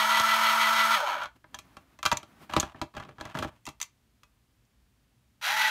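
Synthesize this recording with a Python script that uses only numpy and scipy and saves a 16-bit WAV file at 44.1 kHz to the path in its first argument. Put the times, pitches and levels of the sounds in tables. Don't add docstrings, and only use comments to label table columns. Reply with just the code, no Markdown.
import sys
import numpy as np
from scipy import signal
from scipy.fft import rfft, irfft
from scipy.io import wavfile
from scipy.ndimage import uniform_filter1d

SR = 44100
rng = np.random.default_rng(int(sys.argv[2]) if len(sys.argv) > 2 else 0)


def put_to_file(sound):
    columns = np.atleast_2d(sound).T
    safe = np.clip(columns, -1, 1)
    whole_steps = np.round(safe * 32767)
    wavfile.write(sys.argv[1], SR, whole_steps.astype(np.int16))


N = 251370
TIME = np.arange(N) / SR
HIT_TIME = TIME[:SR // 5]
OFF_S, ON_S = .945, 5.409
SHUT_HZ, OPEN_HZ = 222.4, 218.3
DRAG_S, FRICTION_HZ = .38, 125


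def amp(db):
    return 10 ** (np.asarray(db) / 20)


def unit(x):
    return x / np.sqrt(np.mean(x ** 2))


def unit_hit(x):
    return x / np.sqrt(np.sum(x ** 2) / (SR / 100))


def during(start_s, end_s):
    return uniform_filter1d(1. * ((TIME >= start_s) & (TIME <= end_s)), size=300)


def band(x, lo_hz, hi_hz, order=2):
    return signal.sosfilt(signal.butter(order, [lo_hz, hi_hz], "band", fs=SR, output="sos"), x)


def colour(x, points, resonances=()):
    hz, db = np.transpose(points)
    f = np.maximum(np.fft.rfftfreq(N, 1 / SR), 1)
    bells = sum(gain * np.exp(-((f - centre) / width) ** 2) for centre, width, gain in resonances)
    return irfft(rfft(x) * amp(np.interp(np.log(f), np.log(hz), db) + bells), N)


def wander(rate_hz):
    step = int(SR / rate_hz)
    return unit(uniform_filter1d(np.repeat(rng.standard_normal(N // step + 1), step), step)[:N])


def decay(t60):
    return np.exp(-np.log(1000) * HIT_TIME / t60)


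def ring(modes, scatter_db):
    out = 0
    for hz, db, t60 in modes:
        gain = amp(db + scatter_db * rng.standard_normal()) * rng.choice([-1, 1])
        detuned_hz = hz * (1 + .018 * rng.standard_normal())
        out += gain * decay(t60) * np.sin(2 * np.pi * detuned_hz * HIT_TIME)
    return out


def burst(t60, tail_db, tail_t60):
    attack = np.minimum(HIT_TIME / .0005, 1)
    return rng.standard_normal(len(HIT_TIME)) * attack * (decay(t60) + amp(tail_db) * decay(tail_t60))


def add(out, start_s, x):
    i = int(start_s * SR)
    out[i:i + len(x)] += x[:N - i]


def mesh_tightness(lag_s=0, gear_hz=6.2, tightest_s=-.008):
    return np.cos(2 * np.pi * gear_hz * (TIME - tightest_s - lag_s))


def shaft_speed(settle_hz=6, settle_s=.16, spin_up_s=.035):
    sag_hz = 1.3 * mesh_tightness(lag_s=.022)
    powered = SHUT_HZ - settle_hz * np.exp(-TIME / settle_s) - sag_hz
    first_run = (powered + FRICTION_HZ) * np.exp(-np.maximum(TIME - OFF_S, 0) / DRAG_S) - FRICTION_HZ
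    second_run = (OPEN_HZ - sag_hz) * (1 - np.exp(-np.maximum(TIME - ON_S, 0) / spin_up_s))
    return np.maximum(first_run, 0) + second_run


def rough_tone(cycles, roughness, rate_hz):
    flutter = 1 + roughness * (wander(rate_hz) + 1j * wander(rate_hz))
    return (np.exp(2j * np.pi * cycles) * flutter).real


# (multiple of shaft speed, lever-shut level [dB], lever-open level [dB], roughness [0-1])
HUM_TONES = [(1, -47, -60, .06), (3, -40, -49, .16), (4, -39.5, -35, .32), (6, -33, -50, .6),
             (8, -50, -44, .5)]
def motor_hum(turns):
    hum = 0
    for multiple, shut_db, open_db, roughness in HUM_TONES:
        peak = np.sqrt(2) * amp(np.where(TIME > ON_S, open_db, shut_db))
        hum += peak * rough_tone(multiple * turns, roughness, rate_hz=110)
    return hum


def pinion_whine(turns, shut_db=-32.5, open_db=-29.5, swell_db=5.5):
    tone = np.sin(2 * np.pi * 9 * turns + .7 * wander(110)) * (1 + .33 * wander(120))
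    return tone * amp(np.where(TIME > ON_S, open_db, shut_db) + swell_db * mesh_tightness())


def tooth_strikes(turns, scatter_db=5.5, chatter_db=.5, hiss_db=-4.5):
    teeth = np.flatnonzero(np.diff(np.floor(9 * turns)))
    backlash = rng.integers(0, 24, len(teeth))
    strengths = amp(scatter_db * rng.uniform(-1, 1, len(teeth))) * rng.choice([-1, 1], len(teeth))
    hits = np.zeros(N)
    hits[np.minimum(teeth + backlash, N - 1)] = strengths
    hits /= np.sqrt(np.abs(uniform_filter1d(hits ** 2, size=1300)) + 1e-4)
    brushes = amp(hiss_db) * rng.standard_normal(N)
    middle_gear = np.cos(2 * np.pi * turns / 5.8)
    return (hits + brushes) * amp(chatter_db * middle_gear + .78 * mesh_tightness() + .87 * wander(90))


def shell_rattle(force, gate, shell_eq, gearbox_eq, body_db, treble_db):
    sound = colour(force, shell_eq, gearbox_eq)
    treble = colour(sound, [(2000, -40), (3500, -8), (5000, 0)])
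    body, treble = (x / np.sqrt(np.average(x ** 2, weights=gate)) for x in (sound - treble, treble))
    return gate * (amp(body_db) * body + amp(treble_db) * treble)


# (frequency [Hz], gain [dB])
SHUT_EQ = [(60, -36), (440, -35), (560, -18), (760, -18.5), (950, 2), (1080, -7.5), (1330, -2.5),
           (1570, -9.5), (2700, -12), (4300, -13), (5200, -17), (6500, -26.5), (8000, -24.5),
           (15500, -30.5)]
COAST_EQ = [(60, -37), (380, -26), (490, -26.5), (590, -0.5), (690, -10), (980, 3), (1100, -6.5),
            (1400, -1.5), (1820, -11.5), (3300, -14.5), (4500, -16), (6500, -27), (8000, -29), (15500, -35)]
OPEN_EQ = [(60, -63), (420, -32), (600, -14.5), (720, -17), (890, 5), (1130, -6), (1450, 3), (2000, 1),
           (2800, -4), (3900, -6.5), (5200, -13), (6400, -14.5), (8000, -22.5), (11500, -18.5),
           (15500, -26)]
# (centre [Hz], width [Hz], gain [dB])
SHUT_BELLS = [(1364, 180, 6), (1710, 31, 3), (2070, 58, -4), (2260, 120, 6.5), (3195, 240, 5),
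              (4880, 240, -4.5), (5550, 100, 3.5), (6450, 310, 10), (10250, 350, -2.5), (11800, 700, 5.5)]
OPEN_BELLS = [(1405, 39, -1), (2650, 78, 4), (2800, 100, -0.5), (3280, 45, 8.5), (3900, 120, 6),
              (5800, 96, 7), (10120, 430, -4)]
def gear_train(turns, shaft_hz):
    stop_s = OFF_S + DRAG_S * np.log(1 + SHUT_HZ / FRICTION_HZ)
    first_run, second_run = during(0, stop_s), during(ON_S, TIME[-1])
    slack = np.clip((215 - shaft_hz) / 45, 0, 1)
    force = tooth_strikes(turns)
    driven = shell_rattle(force, first_run, SHUT_EQ, SHUT_BELLS, body_db=-3, treble_db=-13.5)
    chug = unit(amp(2.2 * np.cos(2 * np.pi * turns) + 1.2 * wander(35)))
    dull_db = 15 * (1 - shaft_hz / SHUT_HZ)
    growl = shell_rattle(force * chug, first_run, COAST_EQ, SHUT_BELLS, body_db=.5, treble_db=-9 - dull_db)
    coasting = growl + first_run * coast_whine(turns)
    restarted = shell_rattle(force, second_run, OPEN_EQ, OPEN_BELLS, body_db=-3, treble_db=-10.5)
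    gears = (1 - slack) * amp(-22.5) * driven + slack * amp(-30) * coasting + amp(-25.5) * restarted
    rasp = colour(gears, [(1400, -40), (2000, 0), (4500, 0), (6000, -30)])
    return gears + .22 * (1 - slack) * mesh_tightness() * rasp


def coast_whine(turns):
    tones = sum(rough_tone(k * turns, roughness=.25, rate_hz=120) / np.sqrt(k / 3) for k in (3, 4, 6, 9))
    return colour(tones, COAST_EQ)


def motor(start_power=.91, coast_power=.26, stall_hz=37):
    shaft_hz = shaft_speed()
    speed = shaft_hz / SHUT_HZ
    turns = np.cumsum(shaft_hz * (1 + .002 * wander(60))) / SR
    tones = speed ** 7 * (motor_hum(turns) + pinion_whine(turns))
    stall_fade = np.minimum(shaft_hz / stall_hz, 1) ** 3
    gear_gain = speed ** np.where(TIME > ON_S, start_power, coast_power) * stall_fade
    return tones + gear_gain * gear_train(turns, shaft_hz)


# (frequency [Hz], gain [dB])
ROOM_EQ = [(20, -29.5), (35, -16), (58, 2), (82, -11.5), (115, -4), (160, -15), (220, -12), (300, -19),
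           (500, -26), (1200, -27.5), (3000, -30), (6000, -34.5), (15500, -39)]
def room_tone():
    return unit(colour(rng.standard_normal(N), ROOM_EQ))


# (frequency [Hz], level [dB], t60 [s])
SHELL_RING = [(992, -3.5, 0.068), (1140.5, 1, 0.035), (1240, 1.5, 0.024), (1345, 1.5, 0.039),
              (1620, -3, 0.043), (1722, -4, 0.067), (2010, 1, 0.043), (2390, -5, 0.063), (2640, -9, 0.11),
              (3245, -6, 0.043), (4080, -10, .05)]
TABLE_RING = [(69.4, -2.5, 0.15), (92.5, -3, 0.16), (135, -0.5, 0.12), (196, -9, 0.12), (249, 6, 0.029),
              (328, 2, 0.077)]
TRAY_RING = [(580, -9.5, 0.044), (604, 0.5, 0.12), (655, 1, 0.082), (799, 1.5, .08), (886, -2, .05)]
# (time [s], level [dB], hardness as tilt [dB/octave], relative thump [dB])
KNOCK_CUES = [(.198, -27, 0.5, -14), (1.234, -47, 1, -17), (1.257, -38, -6.5, -19), (1.442, -51.5, -12, -5),
              (1.544, -38, -2.5, -16), (1.588, -48.5, 3.5, -7), (1.768, -45, -3.5, -5.5),
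              (1.989, -48, -3, -10), (2.029, -31, -2.5, -23), (2.053, -25, -1, -12), (2.0605, -20, -2, -35),
              (2.1153, -21.5, -4.5, -25.5), (2.123, -24.5, -4.5, -6.5), (2.170, -39.5, 2.5, -20),
              (2.23, -47.5, -2, -4.5), (2.496, -42.5, -9, -4.5), (2.536, -28, -5.5, -12),
              (2.5645, -21.5, -4.5, -1), (2.574, -34, -15, 5), (2.603, -37, 5, -15.5), (2.628, -32, -5, -2),
              (2.745, -49, -16, 2), (2.815, -30.5, -4, -1.5), (2.967, -38.5, -5, 1), (2.999, -40, -6.5, -3),
              (3.025, -46, -9, -12), (3.09, -49, -7, -1), (3.183, -47, -10, -2.5), (3.21, -36.5, -4, -5.5),
              (3.253, -40, -3.5, -3), (3.351, -33, -12.5, -8.5), (3.388, -36, -1.5, -1.5),
              (3.425, -32, -6, -4), (3.446, -37, -7, 3.5), (3.654, -58.5, 8, -15), (3.666, -44.5, 3, -20.5),
              (3.673, -40.5, -3, -0.5), (3.688, -46, 2, -11), (3.801, -47.5, 2.5, -42),
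              (3.814, -43.5, 8, -52), (3.828, -47, 5, -34), (4.233, -55.5, -0.5, -23)]
def knocks(cues):
    out = np.zeros(N)
    for start_s, db, tilt_db, thump_db in cues:
        body = unit_hit(ring(SHELL_RING, scatter_db=4.5))
        body += amp(-1) * unit_hit(burst(t60=.029, tail_db=-14, tail_t60=.096))
        shell = unit_hit(band(body, 820, 2100, order=3))
        impact = burst(t60=.0095, tail_db=-14, tail_t60=.089)
        clack = unit_hit(band(impact + amp(-9) * body, 1890, 4300))
        contact = burst(t60=.017, tail_db=-14.5, tail_t60=.13)
        crack = unit_hit(band(contact, 5500, 7200, order=1) + amp(-20.5) * band(contact, 7000, 13500))
        table = unit_hit(ring(TABLE_RING, scatter_db=3))
        thud = unit_hit(band(burst(t60=.078, tail_db=-13.5, tail_t60=.12), 88, 380))
        thump = unit_hit(table + amp(-5) * thud)
        tray = unit_hit(ring(TRAY_RING, scatter_db=1))
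        add(out, start_s, amp(db) * (shell + amp(tilt_db) * clack + amp(2 * tilt_db - 7) * crack))
        add(out, start_s + .002, amp(db) * (amp(thump_db) * thump + amp(thump_db / 2 - 4) * tray))
    return out


# (peak time [s], half length [s], level [dB])
RUB_CUES = [(1.364, .009, -54.5), (1.557, 0.081, -59.5), (1.754, .09, -58.5), (1.91, .09, -64.5),
            (2.42, 0.16, -60), (2.426, .02, -49.5), (3.548, 0.035, -66)]
# (frequency [Hz], gain [dB])
RUB_EQ = [(50, -14.5), (120, -1.5), (270, 5), (450, -10), (620, -6), (1200, -6.5), (3000, -16), (7000, -26),
          (15000, -27)]
def finger_rubs():
    rub = unit(colour(rng.standard_normal(N) * amp(2.8 * wander(30)), RUB_EQ))
    return rub * sum(amp(db) * np.exp(-((TIME - peak_s) / half_s) ** 2) for peak_s, half_s, db in RUB_CUES)


# (time [s], level [dB])
SNAP_CUES = [(1.547, -45), (2.128, -36), (2.171, -32.5), (2.599, -25), (3.815, -35), (3.817, -40.5),
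             (3.827, -36.5), (4.652, -77)]
# (frequency [Hz], level [dB], t60 [s])
LATCH_RING = [(3700, -7, .02), (4500, -8, .02), (6010, 0, .022), (6250, -3, .025), (6610, -1, .022),
              (7150, -1, .02), (7550, -4, .02)]
def latch_snaps():
    out = np.zeros(N)
    for start_s, db in SNAP_CUES:
        tick = unit_hit(band(burst(t60=.017, tail_db=-21.5, tail_t60=.075), 2000, 19000))
        ping = unit_hit(ring(LATCH_RING, scatter_db=2))
        add(out, start_s, amp(db) * (ping + amp(-15) * tick))
    return out


# (time [s], length [s], scrape level [dB], rumble level [dB])
PUSH_CUES = [(2.113, 0.074, -51, -59.5), (2.491, 0.15, -42, -55), (2.75, .045, -55, -59),
             (2.936, .18, -53.5, -54), (3.182, .12, -49.5, -57), (3.343, 0.084, -37, -41)]
# (frequency [Hz], gain [dB])
SCRAPE_EQ = [(400, -18.5), (620, 3), (730, 2.5), (1150, 2), (1900, -6.5), (3100, -6.5), (4500, -16),
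             (7000, -18.5), (10000, -25.5), (15000, -28)]
def tray_scrapes(slips_per_s=1800, scatter_db=4.5, grip_s=.01, release_t60=.22):
    slips = (rng.random(N) < slips_per_s / SR) * rng.choice([-1, 1], N)
    slips = slips * amp(scatter_db * rng.standard_normal(N))
    spurts = unit(amp(5 * wander(70)))
    tray_bells = [(hz, 18, 3.5) for hz, _, _ in TRAY_RING]
    scrape = unit(band(colour(slips * spurts, SCRAPE_EQ, tray_bells), 560, 18000))
    treble = colour(scrape, [(2500, -40), (4000, -8), (5500, 0)])
    rumble = unit(band(rng.standard_normal(N), 75, 330))
    hardest_db = max(scrape_db for _, _, scrape_db, _ in PUSH_CUES)
    out = np.zeros(N)
    for start_s, length_s, scrape_db, rumble_db in PUSH_CUES:
        grip = np.clip((TIME - start_s) / grip_s, 0, 1)
        release = amp(-60 * np.clip((TIME - start_s - length_s) / release_t60, 0, 2))
        treble_db = -1 - .4 * (hardest_db - scrape_db)
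        dulled = scrape - treble + amp(treble_db) * treble
        out += grip * release * (amp(scrape_db) * dulled + amp(rumble_db) * rumble)
    return out


def bump_cues(bumps_per_s=40, spread_db=8, tilt_db=-6, thump_db=-5.5):
    cues = []
    for start_s, length_s, scrape_db, _ in PUSH_CUES:
        draws = rng.random(size=(24, 2))
        for when, strength in draws[:int(length_s * bumps_per_s)]:
            db = scrape_db - 2 + spread_db * (strength - .5)
            cues.append((start_s + when * length_s, db, tilt_db, thump_db))
    return cues


def room_echo(x, wet_db, t60):
    echo = band(rng.standard_normal(len(HIT_TIME)), 220, 3800) * decay(t60) * (HIT_TIME > .005)
    return x + amp(wet_db) * signal.fftconvolve(x, echo / np.sqrt(np.sum(echo ** 2)))[:N]


def scene():
    bed = amp(-67.5) * room_tone()
    opener = motor() + tray_scrapes() + finger_rubs() + latch_snaps() + knocks(KNOCK_CUES + bump_cues())
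    return (room_echo(opener, wet_db=-20, t60=.19) + bed)[None]


def record(dry):
    thinned = signal.sosfilt(signal.butter(2, 30, "high", fs=SR, output="sos"), dry)
    return signal.sosfilt(signal.ellip(10, .2, 70, 15600, fs=SR, output="sos"), thinned)


dry = scene()
out = record(dry)
put_to_file(out)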